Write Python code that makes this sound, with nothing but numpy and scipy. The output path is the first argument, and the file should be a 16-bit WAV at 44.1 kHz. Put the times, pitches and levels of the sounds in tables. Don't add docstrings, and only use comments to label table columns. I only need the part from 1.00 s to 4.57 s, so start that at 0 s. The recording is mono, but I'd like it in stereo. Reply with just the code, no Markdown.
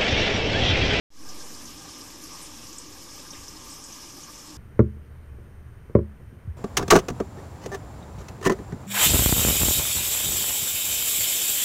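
import sys
import numpy as np
from scipy import signal
from scipy.fft import rfft, irfft
from scipy.io import wavfile

SR = 44100
rng = np.random.default_rng(int(sys.argv[2]) if len(sys.argv) > 2 else 0)


def digitize_waveform(pressure):
    field = np.atleast_2d(pressure).T
    bounded = np.clip(field, -1, 1)
    quanta = np.round(bounded * 32767).astype(np.int16)
    wavfile.write(sys.argv[1], SR, quanta)


N = 157437
TIME_S = np.arange(N) / SR
BIN_HZ = np.fft.rfftfreq(N, 1 / SR)


def amp(db):
    return 10 ** (np.asarray(db) / 20)


def rms_one(x):
    return x / np.sqrt(np.mean(x ** 2) + 1e-20)


def at_time(points):
    return np.interp(TIME_S, *np.transpose(points))


def at_hz(points, hz):
    p = np.array(points)
    return np.interp(np.log(hz + 1e-9), np.log(p[:, 0]), p[:, 1])


def drift(rate_hz):
    knots = rng.standard_normal(200)
    return np.interp(TIME_S * rate_hz * 2, np.arange(len(knots)), knots)


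def colour(x, points):
    low_hz = points[0][0]
    low_end = (BIN_HZ > low_hz / 2) * np.minimum(1, BIN_HZ / low_hz) ** 4
    return irfft(rfft(x) * amp(at_hz(points, BIN_HZ)) * low_end, N)


def patchy(low_hz, high_hz, count, patchy_db):
    white = rfft(rng.standard_normal((2, N)))
    log_place = np.log((BIN_HZ + 1) / low_hz) / np.log(high_hz / low_hz)
    place = np.clip(log_place, 0, 1) * (count - 1)
    together = drift(3.97)
    out = 0
    for k in range(count):
        one_band = irfft(white * np.clip(1 - abs(place - k), 0, 1), N)
        out = out + amp(patchy_db * (together / 2 + drift(14.0))) * one_band
    return out


def band(x, hz, width, order=2):
    edges_hz = [hz / (1 + width), min(hz * (1 + width), .45 * SR)]
    sos = signal.butter(order, edges_hz, "band", fs=SR, output="sos")
    return signal.sosfilt(np.vstack([sos, sos]), x)


ROOM_T60_S, ROOM_DB = .12, 5


def room(x, db=ROOM_DB):
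    t = np.arange(SR // 4) / SR
    tail = rng.standard_normal((2, len(t))) * amp(-60 * t / ROOM_T60_S) * (t > .002)
    tail *= amp(db) / np.sqrt(np.sum(tail ** 2, axis=1, keepdims=True))
    tail[0, 11] = tail[1, 0] = 1
    return signal.fftconvolve(x * np.ones((2, 1)), tail, axes=1)[:, :N]


def bubbles(low_hz, high_hz, per_s, cycles, spread_db):
    sizes = amp(spread_db * np.minimum(rng.exponential(1, N), 4)) * rng.choice([-1, 1], N)
    born = rng.random(N) < per_s * amp(1.5 * drift(6.0)) / SR
    pitch_index = rng.integers(0, 30, N)
    out = 0
    for k, hz in enumerate(np.geomspace(low_hz, high_hz, 30)):
        r = amp(-120 * hz / (cycles * SR))
        w = 2 * np.pi * hz / SR
        sos = [[np.sin(w), 0, 0, 1, -2 * r * np.cos(w), r * r]] * 2
        impulses = sizes * born * (pitch_index == k)
        out = out + signal.sosfilt(sos, impulses + 1e-18) * (hz / SR) ** 2
    return out


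# start_s, level_db
RUMBLE_LEVEL = [(0.3, -56.5), (1.11, -57), (1.36, -59), (1.67, -51.5), (1.76, -59), (1.92, -49),
                (2.24, -58), (2.38, -47.5), (2.7, -55), (3.57, -53.5)]
RUMBLE_HZ, RUMBLE_WIDTH, RUMBLE_ALIKE = 38.4, 2.47, 0.32


def rumble():
    deep = rng.standard_normal((3, N))
    sides = deep[:2] + RUMBLE_ALIKE * 2 * deep[2]
    return rms_one(band(sides, RUMBLE_HZ, RUMBLE_WIDTH, order=1)) * amp(at_time(RUMBLE_LEVEL))


# multiple, mean_level_db (RMS), left_minus_right_db
MAINS_TONES = [(1, -62, -7), (10, -66.5, -3), (11, -72, 5), (12, -68.5, 5), (14, -79, -12), (15, -80.5, -3),
               (18, -70, 7)]
MAINS_HZ = 49.97


def mains():
    out = 0
    for multiple, db, pan_db in MAINS_TONES:
        side_db = np.array([[pan_db], [-pan_db]]) / 2
        level = amp(db + side_db + 2.0 * drift(1.95)) * np.sqrt(2)
        out = out + level * np.sin(2 * np.pi * (multiple * MAINS_HZ * TIME_S + rng.random()))
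    return out


# freq_hz, relative_density_db
DRONE_SPECTRUM = [(53, -21), (90, -2), (104, -4), (125, -10.5), (160, -2), (183, -5.5), (209, -10),
                  (233, -3), (257, -3.5), (289, 0), (396, -10.5), (468, -10.5), (498, -13.5), (528, -12),
                  (596, -12.5), (656, -19), (887, -10), (965, -13.5), (1160, -7), (1230, -12.5),
                  (1270, -16.5), (1440, -21.5), (1600, -15), (2080, -30), (3520, -120)]
# freq_hz, left_right_likeness (0 to 1)
DRONE_LIKENESS = [(25, 0.89), (60, 1), (110, 0.55), (200, 0.76), (370, 0.91), (560, 0.34), (760, .25),
                  (1240, 0.29), (1600, 0.17)]
# freq_hz, left_minus_right_db
DRONE_PAN = [(25, -8), (120, -.5), (370, 0.5), (760, -5), (1100, 1), (1600, 2)]
# start_s, change_db
DRONE_LEVEL = [(.3, 1.5), (1.2, .5), (2.0, -1), (2.45, .5), (2.9, -1), (3.57, -.5)]
DRONE_DB, DRONE_PATCHY_DB = -48, 1.07
GURGLE_PER_S, GURGLE_DB, GURGLE_SPREAD_DB, GURGLE_CYCLES = 250, -12, 3.5, 22.3


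def drone():
    gurgle = rms_one(room(bubbles(199.4, 1596, GURGLE_PER_S, GURGLE_CYCLES, GURGLE_SPREAD_DB)))
    noise = rms_one(patchy(37, 1600, count=10, patchy_db=DRONE_PATCHY_DB))
    mid, side = rfft(noise + amp(GURGLE_DB) * gurgle)
    alike = np.clip(at_hz(DRONE_LIKENESS, BIN_HZ), -1, 1)
    both = np.sqrt(1 + alike) * mid + np.sqrt(1 - alike) * side * [[1], [-1]]
    both = both * amp(at_hz(DRONE_PAN, BIN_HZ) / 2 * [[1], [-1]])
    top_end = np.minimum(1, DRONE_SPECTRUM[-1][0] / (BIN_HZ + 1)) ** 8
    both = irfft(both * top_end, N)
    return amp(DRONE_DB + at_time(DRONE_LEVEL)) * rms_one(colour(both, DRONE_SPECTRUM))


# start_s, length_s, level_db (RMS before envelope and room), centre_hz, left_minus_right_db
SPLASHES = [(1.234, 0.021, -43, 10800, -18), (1.331, 0.0088, -41, 8700, -18), (1.218, .015, -46, 9500, -18),
            (1.41, .036, -39, 8800, -18), (2.02, .01, -47, 10200, -18), (2.333, 0.0059, -38.5, 3000, -0.5),
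            (2.342, 0.0067, -38, 2030, -2), (2.711, 0.035, -44, 7700, -18), (2.84, 0.027, -46, 7650, -21),
            (3.183, .015, -53, 11000, -12), (3.27, 0.035, -52, 1670, 0), (3.468, .012, -43, 7800, -20)]


def splashes():
    out, t = np.zeros((2, N + SR)), np.arange(SR // 10) / SR
    for start_s, length_s, db, hz, left_db in SPLASHES:
        spray = rms_one(band(rng.standard_normal(len(t)), hz, 0.21))
        swell = np.sin(np.pi * np.clip(t / length_s, 0, 1))
        here = out[:, int(start_s * SR):][:, :len(t)]
        here += amp(db) * spray * swell * amp([[left_db], [0]])
    return out[:, :N]


# start_s, relative_peak_db, pitch_hz, relative_width
BURSTS = [(0.2884, -27, 5800, 0.17), (0.5494, -27.5, 6150, 0.51), (0.616, -33, 5530, 0.2),
          (0.6529, -28, 5940, 0.1), (1.0094, -29, 5330, 0.12), (1.2366, -27, 5800, 0.16),
          (1.504, -32, 5400, 0.22), (1.5484, -34, 5600, 0.15), (1.6452, -38, 5130, 0.18),
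          (1.6687, -31, 5500, 0.23), (1.6844, -33, 6130, 0.2), (1.7, -32, 6490, 0.18),
          (1.7285, -26.5, 6400, 0.2), (1.7444, -42, 5460, 0.2), (1.7828, -23.5, 7500, 0.18),
          (2.1934, -34.5, 5200, 0.13), (2.2882, -40, 5940, 0.2), (2.3052, -25.5, 5770, 0.15),
          (2.4803, -23, 5850, 0.15), (2.6054, -37, 5800, 0.22), (2.6998, -29.5, 8010, 0.093),
          (2.7294, -37, 6160, 0.22), (2.8394, -26.5, 6860, 0.21), (2.885, -33, 5470, 0.13),
          (2.9243, -26, 6200, 0.11), (2.9597, -37, 6980, 0.2), (3.1014, -31.5, 5350, 0.26),
          (3.2335, -27, 6340, 0.1), (3.467, -48, 5200, 0.22)]
BURST_S, BURST_TRIM_DB, BURST_LEFT_DB = .0055, .2, -22


def bursts():
    out, t = np.zeros((2, N + SR)), np.arange(SR // 10) / SR
    for start_s, db, hz, width in BURSTS:
        puff = (rng.standard_normal(len(t)) + 2.4 * (t == 0)) * np.exp(-(t / BURST_S) ** 2)
        pop = band(puff, hz, np.clip(width, .05, .5))
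        here = out[:, int(start_s * SR):][:, :len(t)]
        here += amp(db + BURST_TRIM_DB) * pop / abs(pop).max() * amp([[BURST_LEFT_DB], [0]])
    return out[:, :N]


# start_s, relative_level_db
WATER_FLOW = [(0.3, -47), (0.37, -44.5), (0.45, -45.5), (0.83, -45.5), (1.2, -45.5), (1.46, -45),
              (1.96, -46.5), (2.5, -45.5), (3.57, -46.5)]
# freq_hz, relative_density_db
RIGHT_PORT_SPECTRUM = [(1200, 3), (1450, -20.5), (1650, -8.5), (1850, -17), (2300, -7.5), (2500, -12),
                       (3250, -9), (4250, -11.5), (4800, -6), (5150, 1), (5420, 0.5), (5750, 0.5),
                       (6100, -1), (6500, -3), (7200, -5), (8800, -9), (10300, -13), (12000, -13.5),
                       (12800, -17.5), (14000, -13.5)]
# freq_hz, relative_density_db
LEFT_PORT_SPECTRUM = [(1200, -30), (1550, -13), (2070, -11), (2580, -13), (3100, -10), (4130, -13),
                      (5170, -12), (6200, -15), (7240, -19), (8270, -24), (9300, -34), (10400, -33),
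                      (11400, -30), (12400, -23), (13400, -21), (14200, -23)]
# start_s, left_change_db
LEFT_TURN = [(.3, 1.5), (1.2, 1.5), (2.2, 0), (2.9, -1.5), (3.57, -0.5)]
FIZZ_PER_S, FIZZ_DB, FIZZ_SPREAD_DB, FIZZ_CYCLES = 1500, -3, 2.5, 24
HISS_DB, HISS_PATCHY_DB, WATER_TRIM_DB = -1, 2, 6.5


def water():
    fizz = rms_one(room(bubbles(1393, 13730, FIZZ_PER_S, FIZZ_CYCLES, FIZZ_SPREAD_DB)))
    hiss = rms_one(patchy(1280, 18500, count=10, patchy_db=HISS_PATCHY_DB))
    mix = amp(FIZZ_DB) * fizz + amp(HISS_DB) * hiss
    left = colour(mix[0], LEFT_PORT_SPECTRUM)
    right = colour(mix[1], RIGHT_PORT_SPECTRUM)
    gain = amp(at_time(WATER_FLOW) + WATER_TRIM_DB) / np.std(right)
    return gain * np.array([left * amp(at_time(LEFT_TURN)), right])


def scene():
    return rumble() + mains() + drone() + room(bursts() + splashes(), db=-2.5) + water()


FADE_START_S, FADE_S = 0.091, .2
OFFSET, OFFSET_HZ, OFFSET_DAMPING = .058, .22, 1.1
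CUTOFF_HZ = 14240


def record(dry):
    fade = np.clip((TIME_S - FADE_START_S) / FADE_S, 0, 1) * (TIME_S > .104)
    w = 2 * np.pi * OFFSET_HZ
    high_pass = signal.bilinear([1, 0, 0], [1, 2 * OFFSET_DAMPING * w, w * w], SR)
    settle = signal.lfilter(*high_pass, fade)
    out = dry * fade + OFFSET * settle * [[1], [0]]
    return signal.sosfilt(signal.ellip(16, .3, 70, CUTOFF_HZ, fs=SR, output="sos"), out)


dry = scene()
out = record(dry)
digitize_waveform(out)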